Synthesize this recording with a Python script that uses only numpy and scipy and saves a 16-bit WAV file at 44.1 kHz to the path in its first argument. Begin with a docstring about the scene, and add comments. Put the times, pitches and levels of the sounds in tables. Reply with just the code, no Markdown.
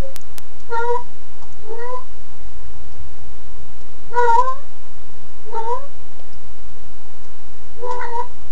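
"""A cat meows: the end of one call, then five whole ones, by a house wall in a snowy yard.
Its vocal folds buzz and its mouth shapes the tone: a call starts raspy, clears, and lifts in pitch
as the mouth shuts. Nearby surfaces throw the sound back. Behind it are small drips, puffs of wind
and a low rumble. The cheap recorder hisses along with loud sounds and clicks twice."""
import sys
import numpy as np
from scipy import signal
from scipy.fft import rfft, irfft, next_fast_len
from scipy.io import wavfile
from scipy.ndimage import uniform_filter1d, minimum_filter1d

SR = 44100
rng = np.random.default_rng(int(sys.argv[2]) if len(sys.argv) > 2 else 0)


def generate_wav(sig):
    """Save sig (samples, or channels by samples) to the path in sys.argv[1] as 16-bit PCM at SR."""
    pcm = np.round(np.clip(np.atleast_2d(sig).T, -1, 1) * 32767).astype(np.int16)
    wavfile.write(sys.argv[1], SR, pcm)


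N = 375291
TIME = np.arange(N) / SR


def cat():
    """The cat calls six times, each time moving its voice and mouth in a different way."""
    # one row a call: start/s, rise time/s, fade from/s, end/s, level/dB, f/Hz the throat's ring sinks to,
    # then boost/dB for harmonics 2, 3, 4 and for the ring
    calls = [ (0, 0.015, 0.071, 0.18, -5, 3700, -17, -26, -20, -14),
             (.678, 0.05, 0.95, 1.035, 0.5, 3600, 0, -2, 0.5, -2.5),
             (1.608, 0.1, 1.94, 2.084, -3.5, 4550, -4, -7.5, 2.5, -4.5),
             (4.086, 0.087, 4.375, 4.66, 4, 3600, 1, -1, -1.5, -4.5),
             (5.445, 0.1, 5.741, 5.917, -1.86, 3460, 0, -8, -10.5, -6.5),
             (7.753, 0.074, 8.2, 8.3, -4.5, 4100, -1, 1.5, 3, 0.5), ]
    # one list a call: t/s, pitch/Hz, mouth opening (0 shut, 1 wide), roughness (0 clear, 1 raspy)
    gestures = [
        [(0, 549, 0, 0.1), (.1, 532, 0.15, .1), (.21, 620, 0.1, .1)],
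        [(0.691, 477, 0.0, 0.48), (0.712, 471, 0.94, 0.26), (0.756, 459.1, 0.93, 0.38),
         (0.807, 466.9, 0.96, 0.2), (0.847, 475.6, 0.91, 0.2), (0.886, 483.6, 0.65, 0.0),
         (0.929, 474.5, 0.6, 0.02), (0.958, 485.6, 0.4, 0.42), (1.042, 480.5, 0.5, 0.17)],
        [(1.629, 412.3, 0.1, 0.96), (1.69, 441.3, 0, 0.62), (1.767, 465, 0, 0.3), (1.82, 475.6, 0.97, 0.3),
         (1.862, 488.4, 0.7, 0.0), (1.888, 496, 0.63, 0.0), (1.922, 506, 0.11, 0.2), (1.973, 499.3, 0.7, 0.37),
         (2.042, 541, 0, 0.6)],
        [(4.115, 432, 0.13, 0.66), (4.133, 474.5, 1, 0.54), (4.192, 486.3, 0.91, 0.23),
         (4.282, 471.7, 0.91, 0.2), (4.342, 455.9, 0.61, 0.13), (4.387, 490.5, 0.51, 0.05),
         (4.412, 512.0, 0.41, 0.05), (4.52, 522.5, 0.6, 0.12), (4.612, 598, 0.15, 0.4)],
        [(5.462, 430.4, 0, 1.1), (5.524, 472, 0.2, 0.74), (5.549, 455.3, 0.95, 0.77), (5.602, 450.3, 0.8, 0.54),
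         (5.636, 444.4, 0.88, 0.7), (5.68, 465.6, 0.7, 0.23), (5.731, 491.4, 0.48, 0.3), (5.798, 559.5, 0, 0),
         (5.899, 572, 0.25, 0.3)],
        [(7.772, 433.2, 0.05, 1.0), (7.845, 497, 0.03, 0.3), (7.92, 490.5, 0.73, 0.47), (7.98, 491, 0.74, 0.45),
         (8.016, 485.6, 0.93, 0.74), (8.081, 477, 0.48, 0.42), (8.149, 464.3, 0.48, 0.05),
         (8.209, 493, 0.54, 0.3), (8.284, 504, 0.2, 0.8)],
    ]
    out = np.zeros(N)
    for call, gesture in zip(calls, gestures):
        add(out, call[0], meow(call, gesture))
    return out


def meow(call, gesture, jitter=.042, shimmer_db=3.24, ring_db=-2, rasp_db=-23):
    """Vocal folds make harmonics (multiples of the pitch); when rough, they flap unevenly and leak air."""
    # a throat resonance lifts the harmonics that pass through it: f/Hz, boost/dB
    throat = [(1470, 0), (1560, 17), (1950, 17), (2000, 13), (2070, -6)]
    start, rise, _, end, _, ring_end_hz, *_ = call
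    t = np.arange(round(start * SR), round(end * SR)) / SR
    hz, mouth, rough = curves(gesture, t)
    rough = np.clip(rough, 0, 1)
    *gains, ring_gain = mouth_gains(t, call, mouth)
    gains = [gain * amp(curves(throat, k * hz)[0]) for k, gain in enumerate(gains, 1)]
    wobble = jitter * rough * band(len(t), 45.2, 32) + .003 * band(len(t), 0, 60)
    # cycle goes round a circle once per flap of the folds, so cycle ** k is harmonic k
    cycle = np.exp(2j * np.pi * np.cumsum(hz * (1 + wobble)) / SR)
    beat = growl(t)
    low = 0
    for k, gain in enumerate(gains, 1):
        shimmer = amp(shimmer_db * band(len(t), 0, 15))
        low += gain * shimmer * cycle ** k * beat ** ((k + 1) // 2)  # a growl splits 3 and 4 twice
    high = amp(ring_db) * ring_gain * beat * throat_ring(t - start - rise, hz, cycle, rough, ring_end_hz)
    air = band(len(t), 1400, 340) * (1 + cycle.real) * rough * sum(gains)  # one puff per flap
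    voice = np.sqrt(2) * (low + high).imag + amp(rasp_db) * air
    return voice * signal.windows.tukey(len(t), .09)


def mouth_gains(t, call, mouth, onset_db=-19, fade_db=-33.5, ring_fade_share=.4):
    """Effort and mouth opening set the strength of harmonics 1 to 4 and of the throat's ring."""
    # rows are harmonics 1 to 4, then the ring: level/dB with the mouth shut, half open, wide open
    vowel = [(-27.5, -30, -30), (-38, -20.5, -27), (-56.5, -55, -28), (-81, -65.5, -58), (-60, -51.5, -47)]
    start, rise, fade_from, end, level_db, _, *boosts_db = call
    effort_db = level_db + np.interp(t, [start, start + rise, fade_from, end], [onset_db, 0, 0, fade_db])
    late_db = np.interp(t, [start, start + rise], [-6, 0])  # higher rows start softer, then catch up
    second_db, upper_db = voice_breaks(t)
    extra_db = [0]
    for step, db in enumerate(boosts_db, 1):
        extra_db.append(db + (second_db if step == 1 else upper_db) + step * late_db)
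    # the ring follows only a share of the closing fade
    extra_db[-1] -= (1 - ring_fade_share) * np.interp(t, [fade_from, end], [0, fade_db])
    mouth_db = [np.interp(mouth, [0, .5, 1], levels) for levels in vowel]
    return [amp(effort_db + db + extra) for db, extra in zip(mouth_db, extra_db)]


def throat_ring(since_peak, hz, cycle, rough, end_hz, start_hz=4225, sink_s=.051, width_hz=190):
    """A high resonance picks out the harmonics near it, and sinks once the call is at full strength."""
    ring_hz = end_hz + (start_hz - end_hz) * np.exp(-np.maximum(since_peak, 0) / sink_s)
    harmonics = sum(cycle ** k / (1 + ((k * hz - ring_hz) / width_hz) ** 2) for k in range(5, 12))
    blur = 1 + (.092 + rough) * band(len(hz), 0, 250)
    return harmonics * blur


def growl(t, wander=.16):
    """The folds also beat at a second, slower rate, which gives each harmonic a partner beside it."""
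    # start/s, end/s, beat rate/Hz, depth (0 to 1)
    growls = [(.95, 1.007, 53.8, 0.1), (1.624, 1.74, 59.3, 0.9), (1.95, 2.014, 50, 0.15),
              (4.076, 4.193, 60, 0.1), (4.155, 4.294, 240.4, 0.01), (4.397, 4.467, 60, 0.17),
              (5.45, 5.65, 57.7, 0.23), (7.76, 8.08, 85.5, 0.55), (8.165, 8.21, 53.7, 0.2)]
    beat = np.ones(len(t), complex)
    for start, end, hz, depth in growls:
        progress = np.clip((t - start) / (end - start), 0, 1)
        strength = depth * np.sqrt(abs(np.sin(np.pi * progress)))
        sway = np.sin(2 * np.pi * (9 * t + rng.random()))
        turns = np.cumsum(hz * (1 + wander * sway)) / SR
        beat = (beat + strength * np.exp(-2j * np.pi * turns)) / np.hypot(1, strength)
    return beat


def voice_breaks(t):
    """The upper harmonics surge or drop for a moment as the voice breaks."""
    # t/s, length/s, change/dB of harmonic 2, change/dB of everything above it
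    breaks = [(0.71, 0.024, -5, -3.5), (0.758, .04, 3, 5), (0.82, 0.03, -10, -2.5), (0.969, 0.019, 6.5, -8),
              (1.799, 0.023, -12, 7.5), (4.125, 0.033, -10, 0), (4.191, 0.017, 4, 6),
              (4.392, 0.023, 10, -9), (4.457, .03, -5, 3.5), (5.537, 0.023, -7, 2), (5.583, .05, 1.5, 5.5),
              (5.637, 0.028, -7, -3), (7.967, 0.064, -2, -10), (8.042, 0.049, 6, 6.5),
              (8.109, 0.028, -11, 2), (8.197, .03, 4, 3)]
    s, length, second_db, upper_db = np.transpose(breaks)
    bumps = np.exp(-(2 * (t[:, None] - s) / length) ** 2)
    return bumps @ second_db, bumps @ upper_db


def echoes(voice):
    """Near surfaces throw the voice back, so each harmonic swells and dips as the pitch glides."""
    # one entry an echo: delay/s
    delays = (.01096, .01418, .02287, .02761, .04443)
    # the same echoes: level/dB
    levels = (-17, -9.5, -7.5, -18.5, -15)
    out = np.zeros(N)
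    for delay, db in zip(delays, levels):
        add(out, delay, amp(db) * voice)
    return out


def walls(voice, level_db=-22, die_away_s=.3):
    """The house and the snow banks add a thin wash of reflections that dies quickly."""
    t = TIME[:SR // 2]
    tail = noise(len(t), lambda f: 1 / (1 + (f / 3000) ** 2))
    tail *= amp(-60 * t / die_away_s) * (t > .008)
    tail /= np.sqrt(np.mean(abs(rfft(tail, SR)[400:2000]) ** 2))  # average gain 1 from 400 to 2000 Hz
    return amp(level_db) * signal.fftconvolve(voice, tail)[:N]


def drips(rise_s=.00015):
    """Each small drip is a brief splash of noise around one frequency."""
    # t/s, level/dB, centre f/Hz, width/octaves, time to fade by 60 dB/s
    drops = [(.2135, -36.5, 6470, 0.13, 0.015), (.6, -45, 5500, 0.63, 0.07),
             (1.425, -47.5, 5200, .6, 0.072), (1.42, -39.5, 930, 0.27, 0.15),
             (1.525, -46, 6450, .15, 0.035), (2.92, -50, 4970, 0.17, .08), (3.81, -49, 5500, .6, 0.071),
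             (6.115, -45, 590, 0.61, 0.12), (6.195, -40.5, 580, 0.38, 0.11), (6.195, -45, 2780, 0.55, .04),
             (6.33, -48.5, 5300, .1, 0.054), (7.245, -46, 6000, 0.41, 0.036), (7.91, -38, 5200, 1, 0.18)]
    out, t = np.zeros(N), TIME[:SR // 5]
    for s, db, hz, octaves, die_away_s in drops:
        splash = noise(len(t), lambda f: np.exp(-.5 * (np.log2(f / hz) / octaves) ** 2))
        add(out, s, splash * amp(db - 60 * t / die_away_s) * (1 - np.exp(-t / rise_s)))
    return out


def wind(trim_db=-5.5):
    """Soft, low puffs of air push on the microphone."""
    # middle t/s, level/dB before the trim, centre f/Hz, length/s
    puffs = [(2.455, -35, 47.7, .12), (2.572, -33.5, 42, 0.11), (2.676, -33, 67, 0.12),
             (3.025, -32.5, 75.5, .11), (3.551, -35, 27, 0.13), (3.613, -39, 74.4, 0.108),
             (6.487, -39, 65, .14), (6.668, -36, 48.4, .13)]
    out = np.zeros(N)
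    for s, db, hz, length in puffs:
        size = int(length * SR)
        puff = unit(band(size, hz, 14) * np.hanning(size))
        add(out, s - length / 2, amp(db + trim_db) * puff)
    return out


def yard(level_db=-43, hum_hz=164.5, hum_db=-61.5):
    """A distant rumble swells a little, over an even hiss and a faint, wavering hum."""
    # the background's tone colour: f/Hz, relative level/dB
    spectrum = [(15, -1), (35, -2.5), (50, -3), (80, -1), (112, -12.5), (195, -18.5), (380, -16),
                (490, -14), (590, -19), (950, -17), (1400, -24), (2400, -28), (3400, -30.5), (7100, -33),
                (7800, -36.5)]
    # the slow rise and fall of rumble and hum: t/s, change/dB
    drift = [(0, -1), (1, 1), (2.3, 0.5), (3.5, 2), (4.6, -1.5), (5.6, -0.5), (6.4, -.5), (7.3, -1.5),
             (8.5, 2)]
    hz, db = np.transpose(spectrum)
    wash = noise(N, lambda f: amp(np.interp(np.log(f), np.log(hz), db)) * (f > 10))
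    rumble = signal.sosfiltfilt(signal.butter(2, 350, fs=SR, output="sos"), wash)
    hiss = wash - rumble
    swell = amp(curves(drift, TIME)[0] + band(N, 0, 2.8))
    hum = amp(hum_db) * swell * band(N, hum_hz, 3)
    return amp(level_db) * (hiss + swell * rumble) + hum


def amp(db):
    """Turns decibels into a number to multiply by."""
    return 10 ** (np.asarray(db) / 20)


def unit(x):
    """Scales a sound to an average strength (rms) of 1."""
    return x / np.sqrt(np.mean(x ** 2) + 1e-20)


def add(mix, s, sound):
    """Lays a sound into the mix at s seconds."""
    part = mix[max(round(s * SR), 0):][:len(sound)]
    part += sound[:len(part)]


def curves(rows, at):
    """Joins a table's rows with straight lines and reads them where the first column equals `at`."""
    axis, *columns = np.transpose(rows)
    return [np.interp(at, axis, column) for column in columns]


def noise(size, shape):
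    """Noise of strength about 1, with each frequency weighted by shape(Hz)."""
    full = next_fast_len(max(size, SR // 2))
    hz = np.fft.rfftfreq(full, 1 / SR) + 1e-3
    return unit(irfft(rfft(rng.standard_normal(full)) * shape(hz), full))[:size]


def band(size, hz, width_hz):
    """Noise gathered around hz; around 0 Hz it is a random wobble."""
    return noise(size, lambda f: np.exp(-.5 * ((f - hz) / width_hz) ** 2))


def low_pass(x, hz):
    """Cuts away the sound above hz."""
    return signal.oaconvolve(x, signal.firwin(255, hz, window=("kaiser", 8), fs=SR), "same")


def limit(x, ceiling=.53):
    """Eases the volume down around any peak that would pass the ceiling."""
    gain = minimum_filter1d(np.minimum(1, ceiling / (abs(x) + 1e-9)), size=300)
    return x * uniform_filter1d(gain, size=300)


def scene():
    """The cat, its reflections, the drips, the wind and the yard, in one channel."""
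    voice = cat()
    return (voice + echoes(voice) + walls(voice) + drips() + wind() + yard())[None]


def record(dry, hiss_db=-6.5, treble_limit_hz=7800, zero_offset=-.4246):
    """A cheap recorder hisses more as the wave gets steeper, cuts treble, clicks and sits off zero."""
    # the recorder's digital clicks: t/s, relative level/dB
    clicks = [(0.1623, -2.5), (.38327, -3)]
    x = dry[0]
    slope = np.gradient(low_pass(x, 2200))
    steepness = np.sqrt(abs(uniform_filter1d(slope ** 2, size=200)))
    hiss = amp(hiss_db) * steepness * rng.standard_normal(N)
    out = limit(low_pass(x + hiss, treble_limit_hz))
    for s, db in clicks:
        add(out, s, amp(db) * np.array([.12, .85, .12]))
    return low_pass(out, hz=15600)[None] + zero_offset


dry = scene()
out = record(dry)
generate_wav(out)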